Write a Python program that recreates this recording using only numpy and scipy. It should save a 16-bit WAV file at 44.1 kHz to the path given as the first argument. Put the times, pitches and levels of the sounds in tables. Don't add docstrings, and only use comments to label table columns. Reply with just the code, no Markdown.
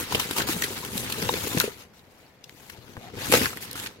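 import sys
import numpy as np
from scipy import signal
from scipy.fft import rfft, irfft
from scipy.io import wavfile
from scipy.ndimage import uniform_filter1d

SR = 44100
rng = np.random.default_rng(int(sys.argv[2]) if len(sys.argv) > 2 else 0)


def transcribe(signal):
    frames = np.atleast_2d(signal).T
    limited = np.clip(frames, -1, 1)
    pcm = np.round(limited * 32767).astype(np.int16)
    wavfile.write(sys.argv[1], SR, pcm)


N = 176400
LOW_HZ, TREBLE_HZ = 616, 6770
SLIDE_RISE_S, SLIDE_FALL_S = 0.0063, 0.0075


def rustle(flutter_hz=80):
    # time in seconds, then low, mid and treble level in dB before trim.
    levels = [(0, -36, -30, -32), (0.07, -44.5, -36.5, -48.5), (0.14, -35, -31.5, -37.5),
              (0.28, -41.5, -35, -42.5), (0.345, -41.5, -34.5, -40), (0.45, -33, -36, -46.5),
              (0.58, -37.5, -35, -38), (0.7, -40, -34, -39), (0.898, -42, -39, -44),
              (1.0, -33.5, -33.5, -35), (1.07, -38.5, -34.5, -42.5), (1.25, -33.5, -32, -38),
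              (1.55, -39.5, -32, -36.5), (1.64, -35, -32, -38), (1.71, -48, -42, -50),
              (1.77, -50, -49, -57), (1.807, -52, -42, -51), (1.88, -57.5, -63, -72.5),
              (2.201, -58.5, -56.5, -65.5), (2.4, -59, -61.5, -74), (2.56, -57, -54, -59.5),
              (2.72, -53, -50, -55), (2.78, -54, -52.5, -63.5), (2.99, -46.5, -52, -60.5),
              (3.03, -50, -45.5, -60.5), (3.13, -44.5, -51, -65.0), (3.21, -38.5, -32.5, -41.6),
              (3.31, -35.5, -31.5, -35.5), (3.353, -28.5, -17.5, -26), (3.389, -30, -25.5, -31),
              (3.45, -34, -28.5, -33.5), (3.498, -42, -36.5, -41.5), (3.59, -47.5, -44.5, -52),
              (3.71, -48.5, -41.5, -54), (3.88, -41.5, -45, -55), (3.92, -55.5, -50, -60.5),
              (3.99, -52, -57, -73)]
    # start in seconds, length in seconds, mid and treble level in dB before trim.
    scrapes = [(0.187, 0.055, -38.5, -46), (0.36, 0.039, -27, -32), (0.467, 0.065, -30.5, -34),
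               (0.984, 0.013, -47, -41), (1.933, 0.065, -60, -69), (3.605, 0.046, -43.5, -42.5),
               (3.752, 0.1, -42, -43)]
    trims_db, flutters_db = (-1.5, -3, 1.5), (2.44, 1.02, 1.24)
    times, *bands_db = np.transpose(levels)
    t, catch = np.arange(N) / SR, wobble(flutter_hz)
    bands = [band * amp(trim_db + flutter_db * evened(catch + wobble(flutter_hz)))
             for band, trim_db, flutter_db in zip(slips(share=0.35), trims_db, flutters_db)]
    out = sum(band * amp(np.interp(t, times, db)) for band, db in zip(bands, bands_db))
    _, mid, treble = bands
    for start, length, mid_db, treble_db in scrapes:
        shape = burst(length, SLIDE_RISE_S, SLIDE_FALL_S)
        add(out, start, cut(mid, start, shape) * amp(mid_db) + cut(treble, start, shape) * amp(treble_db))
    return out


def slips(share, rate_hz=450, decay_s=0.00052):
    # frequency in Hz, left and right relative level in dB.
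    colour = [(30.4, -22, -8), (90.6, 5.5, -1), (232, 2, -0.5), (452, -2, -5), (596, -8.5, -10.5),
              (875, -3, -9), (1350, -1, -4), (1990, -1.5, -3.5), (3100, -3.5, -2), (4380, -3.5, -6.5),
              (5580, -7, -15.5), (6620, -12, -18), (8950, -20.5, -16.5), (11450, -14.5, -17),
              (13100, -13.5, -21.5), (15100, -18, -26.5)]
    # centre in Hz, width in Hz, lift in dB.
    resonances = [(427, 85, 1), (503, 38, 4.5), (640, 86, -3.5), (923, 92, 4.5), (3030, 85, -1.5)]
    sizes_db = np.minimum(rng.exponential(1, N), 4)
    impulses = amp(sizes_db) * (rng.random(N) < rate_hz / SR)
    power = signal.lfilter([1], [1, -np.exp(-1 / (decay_s * SR))], impulses ** 2)
    drive = np.sqrt(1 - share + share * power / power.mean()) * rng.standard_normal((2, N))
    lift_db = sum(db * resonance(hz, width_hz) for hz, width_hz, db in resonances)
    colour_db = np.array([curve(colour, column=1), curve(colour, column=2)])
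    spectra = paired(patchy(drive)) * amp(lift_db + colour_db)
    over_low, treble = above(LOW_HZ, order=12), above(TREBLE_HZ, order=20)
    bands = (1 - over_low, over_low * (1 - treble), treble)
    return [evened(irfft(spectra * np.sqrt(band), N)) for band in bands]


def patchy(x, depth_db=2.5):
    hz, _, spectra = signal.stft(x, SR, nperseg=512, noverlap=384)
    field = rng.standard_normal(spectra.shape[:0:-1]).T
    field = uniform_filter1d(field, size=6, axis=0)
    field = evened(uniform_filter1d(field, size=7, axis=1))
    gain = amp(depth_db * field * np.minimum(hz / LOW_HZ, 1)[:, None])
    return signal.istft(spectra * gain, nperseg=512, noverlap=384)[1][:, :N]


def crackles(mid_trim_db=0.5, treble_trim_db=3):
    # peak time in seconds, length in seconds, mid and treble level in dB, low cut in Hz.
    buckles = [(0.126, 0.014, -28, -35, 580), (0.153, 0.008, -21, -31, 453),
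               (0.1988, 0.0075, -24, -25.5, 895), (0.311, 0.0038, -23, -28.5, 710),
               (0.384, 0.0035, -19.5, -23.5, 400), (0.421, 0.013, -25, -36, 600),
               (0.6222, 0.0029, -19, -22, 1500), (0.64, 0.01, -22.5, -26.5, 1800),
               (0.767, 0.016, -33, -51, 900), (0.85, 0.003, -31, -32.5, 1550),
               (0.979, 0.0033, -23.5, -25, 1520), (1.101, 0.0064, -29, -33.5, 700),
               (1.1243, 0.0046, -25.5, -28, 2070), (1.226, 0.0033, -24, -35, 596),
               (1.2904, 0.00082, -12, -47, 1200), (1.34, 0.0023, -20.5, -41, 1500),
               (1.575, 0.0052, -20, -50, 407), (1.5845, 0.0024, -28, -25, 2000),
               (1.601, 0.0015, -11.5, -11.5, 2400), (1.605, 0.0058, -19.5, -49, 500),
               (1.614, 0.0058, -26, -25.5, 960), (2.442, 0.0036, -37, -46.5, 3040),
               (2.495, 0.0018, -38, -50, 1790), (2.7, 0.006, -36, -44, 900), (3.154, 0.0024, -43, -53, 500),
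               (3.318, 0.001, -20, -17.5, 795), (3.324, 0.0051, -11.5, -17, 403),
               (3.3384, 0.0091, -11, -19.5, 420), (3.447, 0.0045, -24, -35.7, 820),
               (3.458, 0.003, -20.5, -29, 1100), (3.5725, 0.0016, -34, -33, 1390),
               (3.713, 0.0022, -29.5, -32, 4050), (3.731, 0.002, -32, -32, 4000),
               (3.799, 0.0024, -31, -36, 1800), (3.8625, 0.0037, -27.5, -42, 1200),
               (3.871, 0.0054, -30.5, -39.5, 1500)]
    build, fade = 0.38, 0.7
    low, mid, treble = slips(share=0.044)
    out, low_mid = np.zeros((2, N)), mid + 1.4 * low
    for peak, length, mid_db, treble_db, low_cut_hz in buckles:
        t = np.arange(-2 * length, 2 * np.pi * length, 1 / SR)
        start = peak + t[0]
        shape = np.exp(np.minimum(t / build, -t / fade) / length)
        body = high_passed(cut(low_mid, start, np.ones(SR // 10 + len(t))), low_cut_hz)
        add(out, start, cut(body, 0, shape) * amp(mid_db + mid_trim_db))
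        add(out, start, cut(treble, start, shape) * amp(treble_db + treble_trim_db))
    return out


def bumps(rise_s=0.0021, damping_cycles=3.03, damping_s=0.013, sag=0.014, trim_db=-0.5):
    # start in seconds, level in dB, pitch in Hz.
    knocks = [(0.148, -17.5, 415), (0.308, -25.5, 280), (0.384, -22.5, 398), (0.398, -23.5, 333),
              (0.416, -20.5, 486), (0.492, -15, 324), (0.562, -21, 178), (0.641, -22, 400),
              (0.705, -23.5, 390), (0.954, -23.5, 201), (1.19, -23.5, 434), (1.226, -20.5, 180),
              (1.291, -14, 480), (1.338, -17.5, 443), (1.469, -20.5, 450), (1.547, -17, 268),
              (1.57, -14, 162), (1.64, -14.5, 420), (1.677, -16.5, 433), (2.783, -38, 107),
              (2.972, -28, 110), (3.167, -28.5, 111), (3.298, -18.5, 290), (3.323, -9.5, 406),
              (3.337, -5, 495), (3.412, -17.5, 234)]
    out, t = np.zeros((2, N)), np.arange(SR // 12) / SR
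    rumble = slips(share=0)[0]
    for start, db, hz in knocks:
        fade = np.exp(-t * hz / damping_cycles - t / damping_s)
        shape = np.minimum(t / rise_s, 1) * fade
        pitch_hz = hz * (1 + sag * (fade - .5))
        ring = np.sin(2 * np.pi * np.cumsum(pitch_hz) / SR) * pan(left_db=1.25)
        thud = high_passed(cut(rumble, start, np.ones(len(t))), hz / 2)
        add(out, start, amp(db + trim_db) * shape * (ring + 0.48 * thud))
    return out


def taps(rise_s=0.00017, fall_s=0.004, trim_db=1):
    # start in seconds, level in dB, pitch in Hz.
    flicks = [(0.123, -23, 987), (0.148, -21, 2910), (0.404, -20.5, 1506), (0.624, -22.5, 1794),
              (0.2, -25, 2960), (1.291, -22.5, 3780), (1.293, -20, 932), (1.605, -18.5, 1406),
              (2.968, -38, 1030), (2.968, -39.5, 1640), (3.417, -24, 1930), (3.457, -16.5, 1600),
              (3.531, -31.5, 1270), (3.572, -30.5, 1940), (3.755, -31, 1380), (3.83, -34.5, 1930),
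              (3.86, -29, 1810)]
    out, shape = np.zeros((2, N)), burst(rise_s, rise_s, fall_s)
    t = np.arange(len(shape)) / SR
    grit = evened(uniform_filter1d(rng.standard_normal((2, N)), size=130))
    for start, db, hz in flicks:
        ring = np.sin(2 * np.pi * hz * t) * pan(left_db=0.9)
        add(out, start, amp(db + trim_db) * ring * (shape + 0.98 * cut(grit, start, shape)))
    return out


def rubs(width_hz=190):
    # start in seconds, length in seconds, level in dB, pitch in Hz.
    strokes = [(0.358, 0.038, -38, 380), (3.006, 0.084, -49, 720), (3.336, 0.012, -20.5, 430)]
    out, friction = np.zeros((2, N)), paired(rng.standard_normal((2, N)))
    for start, length, db, hz in strokes:
        hollow = evened(irfft(friction * resonance(hz, width_hz), N))
        add(out, start, amp(db) * cut(hollow, start, burst(length, SLIDE_RISE_S, SLIDE_FALL_S)))
    return out


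def placed(x, right_lag_s=0.00017):
    # time in seconds, gain in dB added on the left and taken off the right.
    balance = [(0, -0.54), (1.7, 0.3), (2.45, 0.8), (2.8, 2), (3.2, 0.4), (3.7, -1.1)]
    left_db = np.interp(np.arange(N) / SR, *np.transpose(balance))
    right = irfft(rfft(x[1]) * np.exp(-2j * np.pi * bins() * right_lag_s), N)
    return np.array([x[0], right]) * pan(left_db)


def echo(x, t60_s=0.11, level_db=-13):
    t = np.arange(SR // 3) / SR
    tail = rng.standard_normal((2, len(t))) * amp(-60 * t / t60_s) * (t > .004)
    return amp(level_db) * signal.fftconvolve(x, tail / np.linalg.norm(tail[0]), axes=1)[:, :N]


def room_tone(level_db=-59):
    # frequency in Hz, relative spectral density in dB.
    density = [(15, -42), (25, -8), (96, -0.5), (331, -8), (750, -3.5), (1300, -12.5), (2300, -11),
               (8580, -69), (15500, -39)]
    spectra = paired(rng.standard_normal((2, N))) * amp(curve(density))
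    return amp(level_db) * evened(irfft(spectra, N))


def paired(x):
    # frequency in Hz, left-right correlation from 0 to 1.
    likeness = [(60, 0.92), (150, 0.94), (330, 1), (700, 0.55), (1450, 0.38), (3100, 0.13), (7000, 0.03)]
    left, other = rfft(x)
    same = np.clip(curve(likeness), -.99, .99)
    return np.array([left, same * left + np.sqrt(1 - same ** 2) * other])


def amp(db):
    return 10 ** (np.asarray(db) / 20)


def pan(left_db):
    return amp(np.vstack([left_db, -left_db]))


def evened(x):
    return x / np.sqrt(np.mean(x ** 2) + 1e-20)


def bins():
    return np.arange(N // 2 + 1) * SR / N


def curve(points, column=1):
    table = np.array(points)
    return np.interp(np.log(bins() + 1), np.log(table[:, 0] + 1), table[:, column])


def resonance(hz, width_hz):
    return 1 / (1 + (2 * (bins() - hz) / width_hz) ** 2)


def above(hz, order):
    return 1 - 1 / (1 + (bins() / hz) ** order)


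def high_passed(x, hz):
    return evened(signal.sosfilt(signal.butter(4, hz, "high", fs=SR, output="sos"), x))


def wobble(hz):
    return evened(irfft(rfft(rng.standard_normal(N)) * np.sqrt(1 - above(hz, order=4)), N))


def burst(length_s, rise_s, fall_s):
    t = np.arange(0, length_s + 6 * fall_s, 1 / SR)
    return np.minimum(t / rise_s, 1) * np.exp(-np.maximum(t - length_s, 0) / fall_s)


def cut(x, start_s, shape):
    first = round(start_s * SR)
    return x[:, first:][:, :len(shape)] * shape[:N - first]


def add(mix, start_s, sound):
    part = mix[:, max(round(start_s * SR), 0):][:, :sound.shape[1]]
    part += sound[:, :part.shape[1]]


def scene():
    near = placed(rustle() + rubs() + crackles() + taps() + bumps())
    return near + echo(near) + room_tone()


def record(dry):
    low_cut_hz, high_cut_hz = 18, 15900
    thinned = signal.sosfilt(signal.butter(2, low_cut_hz, "high", fs=SR, output="sos"), dry)
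    low_pass = signal.firwin(511, high_cut_hz, window=("kaiser", 9), fs=SR)
    return signal.oaconvolve(np.clip(thinned, -1, 1), low_pass[None], "same")


dry = scene()
out = record(dry)
transcribe(out)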